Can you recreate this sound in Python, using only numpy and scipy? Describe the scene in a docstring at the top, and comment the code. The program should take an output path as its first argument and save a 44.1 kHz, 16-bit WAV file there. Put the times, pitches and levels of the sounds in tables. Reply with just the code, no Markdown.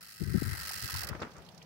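"""Bicycle freewheel over gravel

A bicycle rolls over a gravel drive, its freewheel whirring as two pawls drop in turn and ring hub, wheel and frame.
The microphone moves from the handlebar down to the rear hub while noise-burst wind buffets its left port.
The wheel stops, a shoe scuffs gritty noise from the gravel, and parts and stones tick and knock as short
rings. Coloured noise makes the quiet outdoor air."""
import sys
import numpy as np
from scipy import signal
from scipy.fft import rfft, irfft
from scipy.io import wavfile

SR = 44100
rng = np.random.default_rng(int(sys.argv[2]) if len(sys.argv) > 2 else 0)


def pcm_store(signal):
    """Save signal as 16-bit PCM."""
    levels = np.round(np.clip(np.atleast_2d(signal), -1, 1) * 32767)
    wavfile.write(sys.argv[1], SR, levels.astype(np.int16).T)


N = 72765
TIME = np.arange(N) / SR

# Stereo image of sound from the ground and around.
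# Each row: frequency in Hz, left-right likeness (0-1), left minus right level in dB.
SURROUNDINGS = [(78, 0.28, 8.5), (278, 1, 0), (1070, 0.26, 0), (2560, 0, -1), (5940, 0, -15), (8700, 0, 1),
                (15000, 0, -4)]


def from_db(db):
    """Decibels to amplitude gain."""
    return 10 ** (np.asarray(db) / 20)


def rms_one(x):
    """Scale to unit rms over all channels."""
    return x / np.sqrt(np.mean(x ** 2) + 1e-20)


def in_time(rows):
    """Interpolate each column of a control curve at every sample."""
    time_s, *columns = np.transpose(rows)
    return [np.interp(TIME, time_s, column) for column in columns]


def at_hz(rows, hz):
    """Interpolate each column of a spectrum over log frequency."""
    row_hz, *columns = np.transpose(rows)
    return [np.interp(np.log(hz), np.log(row_hz), column) for column in columns]


def pan(left_minus_right_db):
    """Left and right gains for a level difference."""
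    return from_db(np.array([[.5], [-.5]]) * left_minus_right_db)


def band(x, low_hz, high_hz, order=2):
    """Causal band-pass, at least 2 % wide."""
    high_hz = min(max(high_hz, low_hz * 1.02), .48 * SR)
    sos = signal.butter(order, [low_hz, high_hz], "band", fs=SR, output="sos")
    return signal.sosfilt(sos, x + 1e-18)


def flicker(grain_s):
    """Random wobble of unit rms, interpolated between knots one grain apart."""
    knots = rng.standard_normal(N)
    return rms_one(np.interp(TIME / grain_s, np.arange(N), knots))


def burst(t_s, attack_s, hold_s, t60_s):
    """Amplitude envelope: exponential rise, hold, then 60 dB of decay per t60."""
    t_s = np.maximum(t_s, 0)
    rise = 1 - np.exp(-t_s / attack_s)
    decay = from_db(-60 * np.maximum(t_s - hold_s, 0) / t60_s)
    return rise * decay


def outdoor_noise(spectrum, grains=1):
    """Coloured stereo noise; a mid-side mix sets how alike the channels are at each frequency."""
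    hz = np.maximum(np.arange(N // 2 + 1) * SR / N, 1)
    alike, pan_db = at_hz(SURROUNDINGS, hz)
    alike = np.clip(alike, 0, 1)
    mid, side = rfft(grains * rng.standard_normal((2, N)))
    stereo = np.sqrt(1 + alike) * mid + np.sqrt(1 - alike) * side * [[1], [-1]]
    colour = from_db(at_hz(spectrum, hz)[0])
    return rms_one(irfft(stereo * pan(pan_db) * colour, N))


def air():
    """Quiet outdoor background: coloured noise with a slowly varying level."""
    # Background spectrum. Each row: frequency in Hz, relative level in dB per Hz.
    air_colour = [(18, -55), (30, -30), (143, -10.5), (176, -6), (260, -21.5), (472, -18.5), (538, -19),
                  (815, -18.5), (1410, -27), (4090, -34), (4900, -34.5), (6880, -43.5), (15000, -44)]
    # Background loudness. Each row: time in seconds, level in dB.
    air_level = [(0, -64.5), (.2, -71.5), (.55, -55.5), (.95, -58.5), (1.15, -51), (1.35, -55), (1.47, -55),
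                 (1.65, -56.5)]
    return from_db(in_time(air_level)[0]) * outdoor_noise(air_colour)


def wind():
    """Low-passed eddies thump the left port over a constant soft rumble; stronger ones reach higher."""
    # Wind buffets. Each row: centre in seconds, Gaussian sigma in seconds, level in dB.
    buffets = [(0.223, 0.01, -25), (0.246, 0.0092, -44), (0.278, 0.015, -28.5), (0.313, 0.015, -28),
               (0.352, 0.0077, -17.5), (.377, 0.0049, -21.5), (.423, 0.0017, -19), (0.433, 0.025, -32),
               (0.473, 0.017, -27.5), (0.525, 0.017, -30), (0.576, 0.014, -40.5), (0.616, 0.06, -47.5),
               (0.766, 0.017, -45.5), (0.849, 0.017, -35.5), (0.939, 0.033, -36), (0.992, 0.061, -41),
               (1.115, 0.0088, -31), (1.143, 0.043, -43), (1.392, 0.01, -47)]
    low_hz, top_hz, reference_db, db_per_octave = 64.2, 141.8, -32.5, 23  # top_hz holds at reference_db
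    fray_db, fray_hz = -19, 389.5  # fine turbulence against the eddy, at reference_db
    right_db = -31
    breeze_db, breeze_hz, breeze_pan_db = -67.5, 92, -0.5
    buffeting = np.zeros((2, N))
    for centre_s, sigma_s, level_db in buffets:
        white = rng.standard_normal((2, N))
        force = 2 ** ((level_db - reference_db) / db_per_octave)
        eddy = rms_one(band(white, low_hz, top_hz * force, order=3))
        fray = force ** 2 * rms_one(band(white[::-1], fray_hz / 2, fray_hz, order=3))
        swell = np.exp(-((TIME - centre_s) / sigma_s) ** 2 / 2)
        gust = (eddy + from_db(fray_db) * fray) * swell
        gust = gust / gust.std(axis=1, keepdims=True) * np.sqrt(np.mean(swell ** 2))
        buffeting += from_db(level_db) * gust
    breeze = rms_one(band(rng.standard_normal((2, N)), breeze_hz * 0.55, breeze_hz * 1.37))
    return buffeting * from_db([[0], [right_db]]) + from_db(breeze_db) * pan(breeze_pan_db) * breeze


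def gravel():
    """A shoe presses and scuffs the gravel: bursts of coloured noise with a fine random grit."""
    # Shoe contacts. Each row: start in seconds, level in dB, attack in seconds, t60 in seconds.
    steps = [(1.026, -47, 0.019, 0.4), (1.071, -46, 0.009, 0.53), (1.112, -47, 0.005, 0.22),
             (1.145, -38, 0.0037, 0.089), (1.184, -43, 0.01, 0.45), (1.216, -34, 0.0011, 0.16),
             (1.243, -45, 0.0035, 0.12), (1.34, -50.5, 0.018, 0.39), (1.376, -55, .008, 0.18)]
    # Gravel spectrum. Each row: frequency in Hz, relative level in dB per Hz.
    step_colour = [(35, -37), (60, 7), (107, 0.5), (263, -0.5), (526, 1), (1030, -8), (1150, 0),
                   (2590, -13.5), (4110, -32), (5180, -27), (8040, -35), (15000, -79)]
    crunch_db, crunch_grain_s = 4, 0.00043
    energy = 0
    for start_s, level_db, attack_s, t60_s in steps:
        step = from_db(level_db) * burst(TIME - start_s, attack_s, attack_s, t60_s)
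        energy = energy + step ** 2
    grains = from_db(crunch_db * flicker(crunch_grain_s))
    return np.sqrt(energy) * outdoor_noise(step_colour, grains=grains)


def contacts(rows, t60_s, width, splash_db, attack_s, hold_s):
    """Small hard contacts, each a short ring of band noise with a splash of treble."""
    out = np.zeros((2, N))
    for start_s, level_db, ring_hz in rows:
        grit = rng.standard_normal((2, N))
        ring = rms_one(band(grit, ring_hz / (1 + width), ring_hz * (1 + width)))
        splash = from_db(splash_db) * rms_one(band(grit, 1700, 8800, order=1))
        envelope = from_db(level_db) * burst(TIME - start_s, attack_s, hold_s, t60_s)
        out += envelope * (ring + splash) * pan(at_hz(SURROUNDINGS, ring_hz)[1])
    return out


def ticks():
    """Soft little rattles of the settling drivetrain, with a strong treble splash."""
    # Drivetrain ticks. 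Each row: start in seconds, level in dB, ring in Hz.
    tick_rows = [(1.305, -67, 5400), (1.313, -59, 4170), (1.334, -62, 5300), (1.364, -61.5, 5460),
                 (1.38, -63, 5900), (1.419, -56.5, 2960), (1.448, -63, 5000), (1.462, -59, 3900),
                 (1.486, -53.5, 3600), (1.517, -66, 5060), (1.545, -60, 5100), (1.576, -57, 4970),
                 (1.624, -57.5, 4930)]
    return contacts(tick_rows, t60_s=0.037, width=0.27, splash_db=-3, attack_s=0.0022, hold_s=0.0031)


def knocks():
    """Loose stones and bicycle parts knock with a sharper attack and little splash."""
    # Knocks. Each row: start in seconds, level in dB, ring in Hz.
    knock_rows = [(.422, -50, 640), (.55, -48, 694), (.707, -42, 850), (.888, -41, 1285), (.896, -43, 1020),
                  (.95, -38.5, 1160), (1.026, -38, 743), (1.038, -43, 610), (1.092, -40, 440),
                  (1.129, -38, 1220), (1.202, -53, 4900), (1.211, -61, 4930), (1.219, -45.5, 4440),
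                  (1.22, -39.5, 1190), (1.224, -43, 463), (1.226, -41.5, 2700), (1.231, -63, 6660),
                  (1.249, -46, 1020), (1.364, -50.5, 1130), (1.388, -52, 1000), (1.616, -50, 2560)]
    return contacts(knock_rows, t60_s=.04, width=0.26, splash_db=-27, attack_s=0.00068, hold_s=0.00092)


def pawl_drops():
    """Impulse energies of two pawls, each dropping once per tooth as the wheel slows, then is braked."""
    first_s, tooth_s, slowing_s_per_tooth, teeth = .0073, .018696, .000048, 53
    brake_s, brake_teeth = .0248, 1.05  # delay of the last tooth, teeth over which braking builds up
    second_pawl_place, second_pawl_db = .365, -1.1  # place as a fraction of a tooth
    spread_db, jitter_s = 1.38, .0002
    tooth = np.arange(teeth)[:, None] + np.array([0, second_pawl_place])
    drop_s = first_s + tooth_s * tooth + slowing_s_per_tooth * tooth ** 2 / 2
    drop_s = drop_s + brake_s * np.exp((tooth - teeth + 1) / brake_teeth)
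    drop_s = drop_s + jitter_s * rng.standard_normal(drop_s.shape)
    drop_db = np.array([0, second_pawl_db]) + spread_db * rng.standard_normal(drop_s.shape)
    drops = np.zeros(N)
    drops[np.clip(drop_s * SR, 0, N - 1).astype(int)] = from_db(drop_db) ** 2
    return drops


def struck(drops, body):
    """Every drop chatters into the body's clusters of close modes, each dying at its own rate."""
    attack_s, chatter_s, rough_db = 0.00026, 0.0035, 1.5
    rough = from_db(rough_db * flicker(chatter_s / 10))
    out = 0
    for low_hz, high_hz, left_db, right_db, t60_s in body:
        decay_energy = burst(TIME[:N // 4], attack_s, chatter_s, t60_s) ** 2
        energy = signal.fftconvolve(drops, decay_energy)[:N]
        chatter = rms_one(np.sqrt(np.abs(energy))) * rough * rng.standard_normal((2, N))
        out = out + from_db([[left_db], [right_db]]) * band(chatter, low_hz, high_hz)
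    return rms_one(out)


def wheel_ring(drops):
    """Each drop strikes every clear wheel mode, a two-pole resonator, with a random strength."""
    # Clearest metal modes of the wheel. Each row: frequency in Hz, relative level in dB.
    wheel_modes = [(1290, 8.5), (1350, 3.5), (1548, 0.5), (1811, 6), (1950, 4.5), (2633, 6.5), (4193, -12),
                   (4342, -14), (4597, 2.5), (4880, 7), (5170, 6), (5360, 6)]
    ring_cycles = 420  # cycles to fall 60 dB
    out = 0
    for hz, level_db in wheel_modes:
        radius = from_db(-60 * hz / (ring_cycles * SR))
        angle = 2 * np.pi * hz / SR
        blows = np.sqrt(drops) * rng.standard_normal((2, N))
        poles = [1, -2 * radius * np.cos(angle), radius * radius]
        mode = signal.lfilter([0, np.sin(angle)], poles, blows + 1e-18)
        out = out + from_db(level_db) * rms_one(mode)
    return rms_one(out) * pan(-1)


def freewheel():
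    """Pawl drops ring hub, wheel and frame; levels and pan follow the microphone toward the hub."""
    # Bright ring of hub and sprockets.
    # Each row: low edge in Hz, high edge in Hz, left and right relative levels in dB per Hz, t60 in seconds.
    hub = [(2300, 3030, -1, 3.5, 0.076), (3020, 3400, -3.5, -1, 0.072), (3905, 4780, 1, 8.5, 0.036),
           (4720, 5740, -12, 8.5, 0.026), (5800, 7140, -29, -0.5, 0.044), (7070, 9200, 0, -1.5, 0.033),
           (8900, 9840, 1, -9, 0.013), (9730, 11260, 1, -4, 0.035), (11430, 12400, -16, 1.5, .028),
           (12240, 14200, 0.5, -12, 0.036), (14200, 13200, 0, 3, 0.025), (15440, 17580, 1, 6, 0.016)]
    # Lower ring of wheel and frame.
    # Each row: low edge in Hz, high edge in Hz, left and right relative levels in dB per Hz, t60 in seconds.
    frame = [(850, 1330, -11.5, -9.5, 0.025), (1257, 1423, 2, -0.5, 0.053), (1488, 1679, 2.5, 3.5, 0.25),
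             (1800, 2063, 4, 2, 0.042)]
    # Nearness to the hub.
    # Each row: time in seconds, hub ring level in dB, frame ring level in dB, left minus right in dB.
    nearness = [(0, -53.5, -59, 2.5), (.15, -53.5, -63.5, 2.5), (.3, -52, -53.5, 1.5), (.43, -47, -49.5, 5),
                (.55, -46, -48, 3), (.68, -42, -49.5, 1), (.82, -42, -50.5, -1), (.95, -41, -46, -1.5),
                (1.045, -40.5, -45, -1.5), (1.068, -45.5, -46.5, -4), (1.095, -42, -47, -2.5)]
    wheel_db = -11  # against the hub ring
    hub_db, frame_db, pan_db = in_time(nearness)
    drops = pawl_drops()
    metal = struck(drops, hub) + from_db(wheel_db) * wheel_ring(drops)
    return pan(pan_db) * (from_db(hub_db) * metal + from_db(frame_db) * struck(drops, frame))


def scene():
    """Sum of all sources at the microphone."""
    return air() + wind() + gravel() + ticks() + knocks() + freewheel()


def record(dry):
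    """Roll off the deep bass and cut the top steeply."""
    low_cut_hz, top_cut_hz = 59, 15780
    high_pass = signal.butter(2, low_cut_hz, "high", fs=SR, output="sos")
    low_pass = signal.ellip(12, .1, 80, top_cut_hz, fs=SR, output="sos")
    return signal.sosfilt(low_pass, signal.sosfilt(high_pass, dry))


dry = scene()
out = record(dry)
pcm_store(out)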